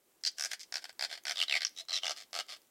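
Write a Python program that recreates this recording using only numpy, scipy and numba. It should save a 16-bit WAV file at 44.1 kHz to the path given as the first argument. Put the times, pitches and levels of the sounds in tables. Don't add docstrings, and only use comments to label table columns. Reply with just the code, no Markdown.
import sys
import numpy as np
from scipy import signal
from scipy.fft import rfft, irfft
from scipy.io import wavfile
from scipy.ndimage import uniform_filter1d
from numba import njit

SR = 44100
rng = np.random.default_rng(int(sys.argv[2]) if len(sys.argv) > 2 else 0)


def decibels_to_gain(level_db):
    exponent = np.asarray(level_db, float) / 20
    return 10 ** exponent


def wav_record(signal):
    frames = np.transpose(np.atleast_2d(signal))
    bounded = np.clip(frames, -1, 1)
    quanta = np.round(bounded * 32767).astype(np.int16)
    wavfile.write(sys.argv[1], SR, quanta)


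N = 119070

# frequency_hz, level_db
HISS_SPECTRUM = [
    (30, -14),
    (100, -13.5),
    (350, 0.5),
    (800, -6.5),
    (1500, -10.5),
    (5000, -13.5),
    (7500, -11),
    (16000, -12.5),
]
HISS_DB, HISS_SWAY_DB = -69, -1.16

# start_s, level_db, pitch_hz
WET_TICKS = [(.2124, -60, 6200), (0.316, -52.5, 8050), (.9284, -49.5, 8000), (1.2371, -47.5, 6370),
             (1.8519, -53, 7000), (2.4657, -54, 7440), (2.618, -55, 5100), (2.671, -61, 7300),
             (1.694, -50.5, 6500), (1.75, -59, 9000), (2.309, -59, 5500), (2.569, -52.5, 8000)]
TICK_FALL_S, TICK_NOISE = 0.0011, 0.86

# start_s, level_db
RIDGE_SLIPS = [(0.2368, -24), (0.25, -19.5), (0.262, -18.5), (0.2652, -26), (0.2702, -20.5),
               (0.2753, -21.5), (0.28, -30), (0.2865, -37), (0.3837, -28.5), (0.396, -24), (0.4087, -22.5),
               (0.4227, -23.5), (0.4373, -23), (0.4479, -22), (0.4567, -24), (0.4627, -32.5), (0.4668, -39),
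               (0.471, -47), (0.5138, -25.5), (0.532, -24.5), (0.5945, -40.5), (0.6002, -44.0),
               (0.6054, -38), (0.612, -37), (0.6317, -38), (0.723, -26), (0.7402, -23.5), (0.7551, -23),
               (0.7677, -25.0), (0.7791, -30.5), (0.7888, -41), (0.8207, -46.5), (0.8413, -30),
               (0.8524, -32.5), (0.893, -35.5), (0.9021, -41.5), (0.993, -24.5), (1.0091, -22.5),
               (1.0232, -19.5), (1.0372, -20.5), (1.0472, -22.5), (1.0561, -35.5), (1.062, -42),
               (1.0947, -43), (1.1, -39.5), (1.1118, -33.5), (1.1262, -30.5), (1.138, -36.5), (1.1521, -38),
               (1.175, -38),
               (1.2519, -26), (1.2674, -23.5), (1.2801, -23), (1.2945, -22), (1.3084, -22),
                (1.3185, -24.5), (1.3571, -33.5), (1.3701, -30.0), (1.38, -29), (1.3892, -26.5),
                (1.4007, -24.5), (1.4136, -23), (1.425, -22.5), (1.4339, -26.5), (1.4813, -32.5),
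                (1.4956, -28), (1.5095, -27), (1.5231, -24.0), (1.5384, -24), (1.552, -23), (1.5623, -25.5),
                (1.569, -27.5), (1.5744, -30.5), (1.5806, -42.5), (1.6065, -30.0), (1.6183, -26),
                (1.6304, -27.5), (1.6483, -15), (1.6664, -24), (1.6757, -34.5), (1.7632, -45.5),
                (1.7743, -38.5), (1.7858, -35), (1.797, -36), (1.8063, -38.5),
               (1.8843, -33.5), (1.8938, -30.5), (1.9061, -29), (1.9179, -29), (1.9288, -23.5),
              (1.9361, -22.5), (1.9422, -23.5), (1.9491, -26.5), (1.956, -22.5), (1.964, -23.5),
              (1.9738, -24.0), (1.9845, -29.5), (2.0328, -29.5), (2.0435, -28), (2.0543, -26.5),
              (2.066, -24), (2.079, -25), (2.0948, -23.5), (2.1072, -24), (2.1155, -28), (2.1215, -37.5),
              (2.1627, -40.5), (2.1708, -39), (2.1762, -39), (2.1834, -39.5), (2.1926, -42.5),
              (2.202, -38.5), (2.2103, -40.0), (2.2215, -40), (2.233, -47), (2.33, -32.5), (2.3411, -30.5),
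              (2.351, -28), (2.3624, -27), (2.3738, -28.5), (2.3885, -24.5), (2.3983, -26), (2.4059, -30.5),
              (2.4839, -46), (2.491, -40.5), (2.4964, -39.5), (2.5021, -40), (2.5102, -40.5),
              (2.5212, -37.0), (2.5294, -39), (2.5376, -42), (2.5472, -45.5), (2.5628, -47.5)]
SLIP_RISE_MS, SLIP_FALL_MS, SLIP_ROUGH = 0.73, 1.0, 0.61
GRIND_RISE_MS, GRIND_FALL_MS = 1.8, 9.17

# start_s, level_db
CREEP = [
    (.36, -61.5),
    (0.488, -61.5),
    (.805, -66),
    (0.867, -70),
    (1.333, -64.5),
    (1.456, -72),
    (1.742, -81),
    (2.005, -68),
    (2.142, -73),
    (2.467, -74),
]
CREEP_S = 0.031

# start_s, bladder_db, skull_db, edge_db, grinding_db
GRIP = [(.2, -19.5, -13.5, -1, -7), (.36, -8, -3.5, 6.5, -4.5), (0.489, -5, 1, 9, 0.5),
        (.58, -26, -16, 7.5, -1.5), (.7, -4.5, 0.5, 3, -5.5), (.81, 1, 2, 6, -6.5),
        (0.969, -2, -3, 1.5, -2.5), (1.085, 2, -1, 4.5, 0), (1.23, -2, 2, 3.5, -3),
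        (1.345, -3, -9, 6.5, -7), (1.47, 2, -4, 4, -4), (1.6, -5, 0.5, 2, -3.5),
        (1.642, -18, -9.5, -4.5, -6), (1.75, -8.5, -18.5, 6.5, 2.5), (1.87, 1, -13, 2.5, -5.5),
        (1.926, -10.5, -28, 0, -7), (2.02, 4.5, -6.5, 3, -6), (2.15, -3, -7.5, 7.5, -6),
        (2.32, 4.5, -9, 6, -5.5), (2.475, 0.5, -9, 8, -3.5)]
# girdle_db, crisp_share (0-1)
SOCKET_FACE = [(-5, 0.48), (-4.5, 0.8), (2, 0.36), (-1.5, 0.9), (-1.5, 0.41), (2, 0.4), (-2, 0.69),
               (5.5, .75), (1.5, 0.4), (4, 0.2), (7, 0.4), (6, 0.7), (-4, 0), (0, 0.7), (2, 0.4),
               (1.5, 0.4), (3, 0.5), (5.5, 0.63), (5.5, 0.76), (8, 0.7)]
# chirp_db, chirp_hz, chirp_peak_ms, shaft_db, jaw_db
SPINE_TONE = [(0.5, 4780, 1.05, -1, -19.5), (-2, 5610, 0.87, -3, 1.5), (-3.5, 6000, 1.58, -4, -8),
              (-4, 4300, 1.27, 2, -9), (1, 5000, 1.8, -4.5, -18), (-2, 5250, 1.6, -7.5, -2.5),
              (0, 5170, 1.7, -9.5, -9), (-2, 4700, 2, -5.5, 2), (-1, 5300, 1.6, -7, -2.5),
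              (0, 4700, 1.1, -3, 7), (1.5, 4370, 1.2, -6, 5.5), (4, 4460, 1.6, -6, 2.5),
              (3, 5400, 1.77, -7, -4), (3, 5650, 0.56, -4, -5.5), (-3, 5100, 1.2, -5, 8),
              (-1, 5470, 0.62, -4.5, -1), (-2, 5500, 1.17, -1.5, 11), (-7, 7300, 0.82, -2, 6.5),
              (-4.5, 5160, 1.22, -2.5, 12), (-9, 5500, 1.08, -3.5, 11)]
CHIRP_DB, CHIRP_FALL_HZ_PER_MS, CHIRP_SHARP, CHIRP_SCATTER = -6, 420, 2.74, 0.041

# frequency_hz, width_hz, level_db, lag_ms
SPINE = [
    (5150, 970, 3.5, .5),
    (6140, 670, -2, .3),
]
# frequency_hz, width_hz, level_db, lag_ms
BLADDER = [
    (306, 390, -28, 0.061),
    (699.4, 220, -6, 0.36),
]
# frequency_hz, width_hz, level_db, lag_ms
SKULL = [
    (1540, 238, -2.35, 1.483),
]
# frequency_hz, width_hz, level_db, lag_ms
GIRDLE = [
    (2199, 486, -3, 1.0644),
    (3250, 1320, 3.5, 1.187),
    (4300, 550, -1, 1.3),
]
# frequency_hz, width_hz, level_db, lag_ms
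EDGE = [
    (7300, 6000, -7, .3),
    (9730, 1900, -24, .1),
    (15300, 7000, -30, 0.03),
]
# frequency_hz, width_hz, level_db, lag_ms
JAW = (1225.5, 299.5, -11.5, 0.45)
EDGE_CRISP, BONE_CRISP = .08, 0.56

# time_s, pitch_hz, level_db
HOLLOW = [(.25, 4360, -3.5), (.275, 4980, 4), (.3, 4700, 10), (.4, 2710, -6), (1.329, 2560, -4.5),
          (1.359, 3850, 12), (1.385, 3610, 11), (1.417, 3070, 13.5), (1.446, 3440, 5), (1.484, 4160, 16),
          (1.511, 2860, 14), (1.543, 2440, 15), (1.575, 2260, 11.5), (1.618, 2270, 4.5), (1.659, 3150, -20),
          (1.765, 3900, 11.5), (1.81, 4200, 8.5), (1.85, 4300, -5), (1.885, 4500, 11.5), (1.92, 4360, 8.5),
          (1.959, 4110, 10), (1.989, 3280, 7), (2.036, 3270, 14.5), (2.056, 3050, 5), (2.068, 2830, 10),
          (2.085, 2960, 5), (2.12, 3360, -18)]
HOLLOW_WIDTH_HZ, HOLLOW_DB, HOLLOW_LAG_MS = 245, -1, 1.913
HOLLOW_WIDE_HZ, HOLLOW_WIDE_DB, HOLLOW_WIDE_LAG_MS = 700, -6.5, 0.906
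HOLLOW_DIP, HOLLOW_DIP_MS, HOLLOW_SCATTER, HOLLOW_GRIND = 0.097, 2.03, 0.014, 0.41
FISH_DB, FISH_LOW_HZ = 22, 200

BUBBLE_S, BUBBLE_LENGTH_S, BUBBLE_HZ, BUBBLE_DB = 1.795, .044, 658, -60.5
TUB_T60_S, TUB_DB, TUB_HZ, ROOM_T60_S, ROOM_DB = 0.073, -16, 4700, 0.35, -25
TOP_HZ = 16250


@njit
def svf(x, hz, width):
    y, band, low = np.empty(len(x)), 0., 0.
    for i in range(len(x)):
        g, k = np.tan(np.pi * hz[i] / SR), width / hz[i]
        v = (band + g * (x[i] - low)) / (1 + g * (g + k))
        band, low, y[i] = 2 * v - band, low + 2 * g * v, k * v
    return y


def ring(x, hz, width, db, lag_ms):
    hz = hz + np.zeros(N)
    y = svf(svf(x, hz, 1. * width), hz, 2. * width)
    return np.roll(y, int(lag_ms * SR / 1000)) * decibels_to_gain(db) * np.sqrt(SR / width)


def body(x, modes):
    return sum((-1) ** k * ring(x, *mode) for k, mode in enumerate(modes))


def shape(rise_ms, fall_ms):
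    ms = np.arange(SR // 8) * 1000 / SR
    e = (1 - np.exp(-ms / rise_ms)) * np.exp(-ms / fall_ms)
    return e / np.sqrt(np.sum(e ** 2))


def conv(x, h):
    return signal.fftconvolve(x, h)[:N]


def hiss():
    f, pts = np.fft.rfftfreq(N, 1 / SR) + 1, np.array(HISS_SPECTRUM)
    gain = decibels_to_gain(np.interp(np.log(f), np.log(pts[:, 0]), pts[:, 1]))
    x = irfft(rfft(rng.standard_normal(N)) * gain, N)
    hold = SR // 15
    sway = np.repeat(rng.standard_normal(N // hold + 1), hold)
    sway = uniform_filter1d(sway, hold)[:N]
    return x / np.std(x) * decibels_to_gain(HISS_DB + HISS_SWAY_DB * sway)


def ticks():
    out, t = np.zeros(N + SR), np.arange(SR // 200) / SR
    for start_s, db, hz in WET_TICKS:
        k = int(start_s * SR)
        snap = np.sin(2 * np.pi * hz * t) + TICK_NOISE * rng.standard_normal(len(t))
        out[k:k + len(t)] += decibels_to_gain(db) * np.exp(-t / TICK_FALL_S) * snap
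    return out[:N]


def slips():
    x, rows = np.zeros(N), np.array(RIDGE_SLIPS)
    x[(rows[:, 0] * SR).astype(int)] = decibels_to_gain(rows[:, 1])
    return x


def grinding(clicks, level):
    t = np.arange(N) / SR
    creep = sum(decibels_to_gain(db) * np.sin(np.pi * np.clip((t - s) / CREEP_S, 0, 1) ** 2) for s, db in CREEP)
    rub = np.abs(conv(clicks, shape(GRIND_RISE_MS, GRIND_FALL_MS)))
    return (rub * level + creep) * rng.laplace(size=N) / 2


def chirps(clicks, stroke):
    at, ms, out = np.flatnonzero(clicks), np.arange(SR // 100) * 1000 / SR, np.zeros(N + SR)
    db, hz, peak_ms = np.array(SPINE_TONE)[stroke[at], :3].T[:, :, None]
    pitch_luck, phase = rng.standard_normal((len(at), 2)).T[:, :, None]
    swell = (ms / peak_ms * np.exp(1 - ms / peak_ms)) ** CHIRP_SHARP
    pitch = hz * (1 + CHIRP_SCATTER * pitch_luck) - CHIRP_FALL_HZ_PER_MS * (ms - peak_ms)
    pitch = np.clip(pitch, hz / 2, None)
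    tone = swell * np.sin(2 * np.pi * np.cumsum(pitch, axis=1) / SR + phase) / np.sqrt(peak_ms)
    np.add.at(out, at[:, None] + np.arange(len(ms)), clicks[at, None] * decibels_to_gain(db + CHIRP_DB) * tone)
    return out[:N]


def hand_hollow(clicks, fresh, grind):
    t, (at_s, at_hz, at_db) = np.arange(N) / SR, np.array(HOLLOW).T
    blow = (clicks + .5 * fresh + HOLLOW_GRIND * grind) * decibels_to_gain(np.interp(t, at_s, at_db))
    twitch = rng.standard_normal(N // 100)[np.cumsum(clicks > 0)]
    since_ms = (t - np.maximum.accumulate(t * (clicks > 0))) * 1000
    dip = HOLLOW_DIP * np.exp(-since_ms / HOLLOW_DIP_MS)
    hz = np.interp(t, at_s, at_hz) * (1 + HOLLOW_SCATTER * twitch - dip)
    narrow = ring(blow, hz, HOLLOW_WIDTH_HZ, HOLLOW_DB, HOLLOW_LAG_MS)
    return narrow + ring(blow, hz, HOLLOW_WIDE_HZ, HOLLOW_WIDE_DB, HOLLOW_WIDE_LAG_MS)


def fish():
    t, clicks, grip = np.arange(N) / SR, slips(), np.array(GRIP)
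    stroke = np.clip(np.searchsorted(grip[:, 0], t) - 1, 0, None)
    bladder, skull, edge, rubbing = decibels_to_gain(grip[stroke, 1:].T)
    girdle_db, crisp = np.array(SOCKET_FACE)[stroke].T
    shaft, jaw = decibels_to_gain(np.array(SPINE_TONE)[stroke, 3:].T)

    burst = shape(SLIP_RISE_MS, SLIP_FALL_MS)
    same = conv(clicks, burst * np.sign(rng.standard_normal(len(burst))))
    fresh = conv(clicks, burst) * rng.standard_normal(N)
    grind = grinding(clicks, rubbing)
    crisp = np.clip(crisp, 0, 1)
    rough = (1 - SLIP_ROUGH) * same + SLIP_ROUGH * fresh
    push = crisp * clicks + np.sqrt(1 - crisp ** 2) * rough + grind
    knock = push + BONE_CRISP * clicks

    out = chirps(clicks, stroke) + body(push * shaft, SPINE)
    out += body(knock * bladder, BLADDER) + body(knock * skull, SKULL)
    out -= body(push * decibels_to_gain(girdle_db), GIRDLE)
    out += body((push + EDGE_CRISP * clicks) * edge, EDGE)
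    out += hand_hollow(clicks, fresh, grind)
    out -= ring(push * jaw, *JAW)
    return signal.lfilter(*signal.butter(1, FISH_LOW_HZ, "high", fs=SR), out) * decibels_to_gain(FISH_DB) / 10


def bubble():
    t = np.arange(N) / SR - BUBBLE_S
    swell = np.sin(np.pi * np.clip(t / BUBBLE_LENGTH_S, 0, 1)) ** .5
    return decibels_to_gain(BUBBLE_DB) * swell * np.sin(2 * np.pi * BUBBLE_HZ * t)


def echo(x, t60, hz, width):
    t = np.arange(SR // 2) / SR
    tail = svf(rng.standard_normal(len(t)), hz + 0 * t, 1. * width)
    tail = tail * np.exp(-np.log(1000) * t / t60) * (t > .003)
    return conv(x, tail / np.sqrt(np.sum(tail ** 2)))


def scene():
    near = fish() + ticks() + bubble()
    tub = decibels_to_gain(TUB_DB) * echo(near, TUB_T60_S, TUB_HZ, 9100)
    room = decibels_to_gain(ROOM_DB) * echo(near, ROOM_T60_S, 1700, 5000)
    return (near + tub + room + hiss())[None]


def top_cut(x):
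    return signal.sosfilt(signal.butter(12, 16440, fs=SR, output="sos"), x)


def record(dry):
    x = signal.sosfilt(signal.ellip(8, .2, 70, TOP_HZ, fs=SR, output="sos"), dry)
    return top_cut(x)


dry = scene()
out = record(dry)
wav_record(out)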